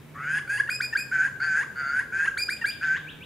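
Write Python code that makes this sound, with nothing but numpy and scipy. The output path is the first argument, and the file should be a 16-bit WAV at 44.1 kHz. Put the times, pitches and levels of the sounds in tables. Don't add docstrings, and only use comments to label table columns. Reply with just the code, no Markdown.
import sys
import numpy as np
from scipy import signal
from scipy.fft import rfft, irfft
from scipy.io import wavfile
from scipy.ndimage import uniform_filter1d, map_coordinates

SR = 44100
rng = np.random.default_rng(int(sys.argv[2]) if len(sys.argv) > 2 else 0)


def pcm_store(signal):
    levels = np.round(np.clip(np.atleast_2d(signal), -1, 1) * 32767)
    wavfile.write(sys.argv[1], SR, levels.astype(np.int16).T)


def level_to_linear(level):
    exponent = np.asarray(level, float) / 20
    return 10 ** exponent


N = 143325


def unit(x):
    return x / np.sqrt(np.mean(x ** 2) + 1e-20)


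def along(points, hz):
    f, v = np.transpose(points)
    return np.interp(np.log(hz + 1), np.log(f + 1), v)


def wobble(rate_hz, size):
    knots = rng.standard_normal(int(size * rate_hz / SR) + 4)
    return map_coordinates(knots, [np.arange(size) * rate_hz / SR])


def phase(hz):
    return 2 * np.pi * np.cumsum(hz) / SR


def add(track, start_s, x, fade_s=.004):
    t = np.arange(len(x)) / SR
    fade = np.clip(np.minimum(t, t[::-1]) / fade_s, 0, 1)
    part = track[round(start_s * SR):][:len(x)]
    part += (x * fade)[:len(part)]


def peak(hz, centre_hz, width_hz):
    return (hz * width_hz / np.hypot(centre_hz ** 2 - hz * hz, hz * width_hz)) ** 2.575


def hiss(size, centre_hz, width_hz):
    gain = peak(np.fft.rfftfreq(size, 1 / SR), centre_hz, width_hz)
    noise = irfft(rfft(rng.standard_normal(size)) * gain, size)
    return unit(noise) * level_to_linear(1.87 * wobble(45.3, size))


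def air():
    # f/Hz, density/dB
    spectrum = [(20, -34), (40, -14.5), (70, -6.5), (148, -5.5), (450, -12), (700, -19), (2400, -23.5),
                (5000, -35.5), (15500, -36)]
    # f/Hz, correlation
    alike = [(30, 0.47), (120, 0.87), (300, 0.65), (950, 0.67), (3770, 0.52), (15000, .1)]
    hz, _, z = signal.stft(rng.standard_normal((2, N)), SR, nperseg=2048)
    patches_db = 2.05 * unit(uniform_filter1d(rng.standard_normal(z.shape[1:]), 9, 1))
    z = z * level_to_linear(along(spectrum, hz)[:, None] + patches_db)
    angle = np.arccos(np.clip(along(alike, hz), -1, 1))[:, None] / 2
    pair = np.array([np.cos(angle) * z[0] + side * np.sin(angle) * z[1] for side in (1, -1)])
    return level_to_linear(-49) * unit(signal.istft(pair, nperseg=2048)[1][:, :N])


def engine_drone():
    # t/s, f/Hz, level/dB
    course = [(0.0, 143, -48), (0.38, 147.1, -43.5), (0.46, 122, -48.5), (1.56, 139.5, -49.5),
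              (2.05, 117.1, -58), (2.24, 155.6, -61), (2.31, 119.4, -71), (2.9, 152.5, -46),
              (3.25, 158, -47)]
    t = np.arange(N) / SR
    s, pitch_hz, db = np.transpose(course)
    blur_hz = 5 * wobble(24.86, N)
    drone = np.sin(phase(np.interp(t, s, pitch_hz) + blur_hz))
    drone = drone * level_to_linear(np.interp(t, s, db) + 2.2 * wobble(40, N))
    return drone * level_to_linear([[-0.7], [0.7]])


def trees(x):
    # f/Hz, t60/s
    decay = [(800, 1), (1600, 0.61), (2500, 0.58), (5000, 0.5), (12000, 1)]
    # f/Hz, level/dB
    colour = [(1600, 2.5), (2500, 2), (5000, 8.5), (10000, 2)]
    hz, t, z = signal.stft(rng.standard_normal((2, SR)), SR, nperseg=256)
    level_db = along(colour, hz)[:, None] - 60 * t / along(decay, hz)[:, None]
    tail = signal.istft(z * level_to_linear(level_db), SR, nperseg=256)[1]
    tail = tail + 0.32 * tail.sum(0)
    tail = tail / np.linalg.norm(tail[0])
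    late = np.pad(x, (300, 0))[None]
    return signal.fftconvolve(late, tail, axes=1)[:, :N]


def answers():
    # t/s, level/dB
    calls = [
        (2.542, -51.5),
        (2.681, -41),
        (2.81, -45),
        (2.935, -41.5),
        (3.065, -40),
        (3.203, -43),
    ]
    length_s, low_hz, high_hz, bend = 0.047, 2250, 4220, 2.1
    out = np.zeros(N)
    u = np.linspace(0, 1, round(length_s * SR))
    tone = np.sin(phase(low_hz + (high_hz - low_hz) * u ** bend))
    swell = np.sin(np.pi * u) ** 0.69
    for s, db in calls:
        add(out, s, level_to_linear(db + 1) * swell * tone)
    return out


def bill_snap():
    start_s, level_db = 1.612, -33
    out, t = np.zeros(N), np.arange(200) / SR
    click = uniform_filter1d(rng.standard_normal(len(t)), size=4)
    add(out, start_s, level_to_linear(level_db - 60 * t / .004) * click, fade_s=.0001)
    return out


def whistles():
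    # t/s, dwell on low note/s, climb time/s, end/s, top f/Hz
    notes_table = [
        (.686, 0.0091, 0.0049, 0.77, 2505),
        (.8, 0.0089, 0.0065, 0.87, 2490),
        (0.948, 0.017, 0.0056, 1.036, 2497),
        (2.366, 0.0086, 0.0045, 2.447, 2432),
        (2.483, 0.0099, 0.0091, 2.548, 2468),
        (2.638, 0.016, 0.0084, 2.712, 2435),
    ]
    # low note/dB, top note/dB, octave over top note/dB
    levels = [(-18, -30, -1), (-17.5, -31, -1), (-18, -29.5, -4.5), (-20.5, -30, 0.5), (-20, -29, -3),
              (-18.5, -29.5, -3)]
    overtones_db = [-14, -20, -21, -47]
    rasp = [.35, .4, .55, .6, .6]
    scoop_hz, low_hz, scoop_s, scoop_db = 1003, 1646, 0.00422, -14
    creep, creep_s = 0.0291, 0.0312
    out = np.zeros(N)
    for (s, dwell_s, climb_s, end_s, top_hz), (low_db, top_db, octave_db) in zip(notes_table, levels):
        t = np.arange(0, end_s - s, 1 / SR)
        up = 1 - np.exp(-np.clip(t - dwell_s, 0, None) / climb_s)
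        scoop = np.exp(-t / scoop_s)
        hold_hz = top_hz * (1 - creep * np.exp(-t / creep_s))
        hz = low_hz - (low_hz - scoop_hz) * scoop + (hold_hz - low_hz) * up
        turn = phase(hz * (1 + 0.01 * wobble(161, len(t))))
        boom = level_to_linear(low_db) / (1 + ((hz - 1590) / 170) ** 2)
        boom = boom + level_to_linear(low_db + scoop_db) * scoop
        tone = (boom + level_to_linear(top_db - 87 * t) * up ** 3) * np.sin(turn)
        for k, db in enumerate([octave_db] + overtones_db):
            flutter = 1 - rasp[k] + rasp[k] * wobble(350 + 150 * k, len(t))
            partial_db = top_db + db - 11.8 * (1 - up ** 3) + 1.8 * wobble(62.8, len(t))
            tone += level_to_linear(partial_db) * flutter * np.sin((k + 2) * turn)
        tone += level_to_linear(top_db - 15.5 - 150 * t) * up * hiss(len(t), 9150, 3500)
        add(out, s, np.sqrt(2) * tone * level_to_linear(0.35 * wobble(69.6, len(t))), fade_s=0.01)
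    return out


def throat(hz, mid_db, upper_db, pitch_hz):
    # f/Hz, width/Hz, level/dB
    bands = [(1584, 413, 12), (2780, 260, -9.5), (3090, 390, -42.5)]
    low = np.clip(2 * pitch_hz / 1380, 0, 1)
    high = np.clip(pitch_hz / 859, 0, 1)
    gain = 0
    for (centre_hz, width_hz, db), lift_db, sink in zip(bands, [0, mid_db, upper_db], [low, high, high]):
        gain = gain + level_to_linear(db + lift_db) * peak(hz, centre_hz * sink, width_hz)
    return gain


def voice(hz, depth=0, mid_db=4, upper_db=8, top_db=-8):
    # f/Hz, width/Hz, level under the voice/dB
    breath_bands = [(1786, 740, -18.5), (6710, 1420, -30.5), (9460, 2500, -33.5), (5030, 1460, -38.5)]
    cycles = 5
    slant = 0.3474
    flip_hz, first_db, flip_first_db, flick_db = 900, -27, 14, -15
    size = len(hz)
    turn = phase(hz * (1 + 0.006 * wobble(300, size)))
    slow = phase(hz / cycles * (1 + 0.047 * wobble(60.3, size)))
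    steady = 1 / (1 + (hz / flip_hz) ** 12)
    flick = (1 - steady) * (depth > 0)
    shake = np.clip(depth * level_to_linear(2.9 * wobble(58.6, size)), 0, .9) * steady
    out, power = np.zeros(size), np.zeros(size)
    for k in range(1, 6):
        for j in range(-2, 4):
            gain = throat(hz * (k + j / cycles), mid_db, upper_db, hz)
            gain = gain + level_to_linear(flick_db - 2.04 * k) * flick
            if k == 1:
                gain = np.maximum(gain, level_to_linear(first_db + flip_first_db * (1 - steady) - 10 * abs(j)))
            gain = gain * level_to_linear(-4.5 * (k > 2) * (j < 1))
            gain = gain * shake ** abs(j) * .25 ** max(-j - 1, 0)
            tone = np.sin(k * turn + j * slow + slant * (cycles * (k - 2) + j) ** 2)
            out += gain * level_to_linear(1.92 * wobble(89, size)) * tone
            power += gain ** 2 / 2
    late = np.clip(3 * np.linspace(0, 1, size) - 1.7, 0, 1)
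    lifts_db = [0, 0.12 * top_db, top_db + 9 * late, 0]
    breath = np.zeros(size)
    for (centre_hz, width_hz, db), lift_db in zip(breath_bands, lifts_db):
        breath += level_to_linear(db + lift_db) * hiss(size, centre_hz, width_hz)
    return out / np.sqrt(power) + breath * (1 + 0.15 * np.cos(slow)) * (1 + 2 * flick)


def bill_ring(size, first_hz, last_hz, width_hz, early_db, late_db, start, takes):
    u = np.linspace(0, 1, size)
    turn = phase(first_hz + (last_hz - first_hz) * u)
    noise = wobble(width_hz, size) * np.sin(turn) + wobble(width_hz, size) * np.cos(turn)
    return unit(noise) * level_to_linear(early_db + (late_db - early_db) * np.clip((u - start) / takes, 0, 1))


def harsh_calls():
    # t/s, f/Hz, level/dB
    early_calls = [
        [(.14, 546.5, -56), (.16, 563.3, -41), (.225, 668, -36), (.3, 769, -28), (.376, 845.6, -25.5),
         (.385, 850, -26), (.39, 1070, -38), (.4, 1290, -41)],
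        [(.474, 721, -32), (.49, 759, -40.5), (.498, 785, -27), (.54, 832, -26), (.57, 831, -30),
         (.59, 1061, -38), (.612, 1190, -44)],
        [(1.11, 689, -36.5), (1.13, 777, -25), (1.2, 758, -24), (1.262, 811, -22.5), (1.274, 870, -34.5),
         (1.292, 1274, -55)],
        [(1.398, 678.7, -32.5), (1.425, 780, -26), (1.55, 761, -25.5), (1.602, 822.6, -23), (1.625, 936, -32.5),
         (1.648, 1390, -51.5)],
    ]
    late_calls = [
        [(1.755, 698.7, -38), (1.8, 720, -27), (1.83, 685, -31.5), (1.9, 697.7, -29), (1.95, 742.4, -28),
         (1.972, 760, -23), (1.988, 766.5, -28), (1.994, 796, -20), (2.032, 1220, -56.5)],
        [(2.12, 739, -35), (2.15, 775.3, -26.5), (2.2, 794.4, -24.5), (2.24, 813, -25.5), (2.256, 873, -27),
         (2.268, 1298, -39.5), (2.283, 1400, -28)],
        [(2.808, 726.6, -38.5), (2.83, 772, -27), (2.9, 763.2, -26), (2.94, 785.3, -24.5), (2.965, 896, -31),
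         (2.986, 1342, -51)],
    ]
    # rattle depth/0-1, second throat band/dB, band above/dB, top band/dB
    rattle = [(.55, 7, 38, -3), (0.35, 14.5, 25, 6), (0.31, 1.5, 2, -10), (0.44, -0.5, 2, -8),
              (0.34, -15, -2, -8.5), (0.46, 7.5, 9, -7), (0.41, -2, 5, -23)]
    # first f/Hz, last f/Hz, width/Hz, early level/dB, late level/dB
    bills = [(4620, 5000, 680, -36, -26), (4630, 4780, 500, -26, -15), (4600, 4750, 800, -38.5, -37),
             (4540, 4950, 530, -19, -36), (4620, 4720, 350, -20.5, -46), (4930, 4600, 770, -36, -35),
             (4700, 4750, 800, -30, -39)]
    bill_turns = [(0.42, 0.62), (0.49, .3), (.5, .4), (0.17, 0.48), (0.63, .05), (.4, .4), (0.41, .4)]
    # t/s, length/s, first f/Hz, last f/Hz, level/dB
    grace = [
        (.672, .016, 900, 930, -34),
        (.924, .022, 880, 920, -27),
        (2.612, .024, 950, 880, -29),
        (.596, .018, 1560, 1760, -19),
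        (2.274, .019, 1600, 1580, -19),
    ]
    out = np.zeros(N)
    for rows, colour, bill, turns in zip(early_calls + late_calls, rattle, bills, bill_turns):
        s, hz, db = np.transpose(rows)
        t = np.arange(s[0], s[-1], 1 / SR)
        call = voice(np.interp(t, s, hz), *colour) + bill_ring(len(t), *bill, *turns)
        add(out, s[0], level_to_linear(np.interp(t, s, db)) * call)
    for s, length_s, first_hz, last_hz, db in grace:
        u = np.linspace(0, 1, round(length_s * SR))
        swell = np.sin(np.pi * u) ** 0.8
        add(out, s, level_to_linear(db) * swell * voice(first_hz + (last_hz - first_hz) * u))
    return out


def wall_echo(bird):
    # delay/s, level/dB
    echoes = [
        (.035, -12.5),
        (0.013, -14.5),
        (0.018, -31),
    ]
    sides = []
    for lag in (0, 5):
        sides.append(sum(level_to_linear(db) * np.roll(bird, round(s * SR) + lag * k)
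                         for k, (s, db) in enumerate(echoes)))
    return np.array(sides)


def scene():
    bird = harsh_calls() + whistles() + bill_snap()
    far = answers()
    direct = (bird + far) * level_to_linear([[.2], [-.2]])
    tail = trees(level_to_linear(-8) * bird + far)
    return direct + wall_echo(bird) + tail + air() + engine_drone()


def band_limit(x):
    return signal.sosfilt(signal.butter(12, 15690, fs=SR, output="sos"), x)


def record(dry):
    kept = np.fft.rfftfreq(N, 1 / SR) < 15700
    mix = irfft(rfft(dry) * kept, N)
    return band_limit(mix)


dry = scene()
out = record(dry)
pcm_store(out)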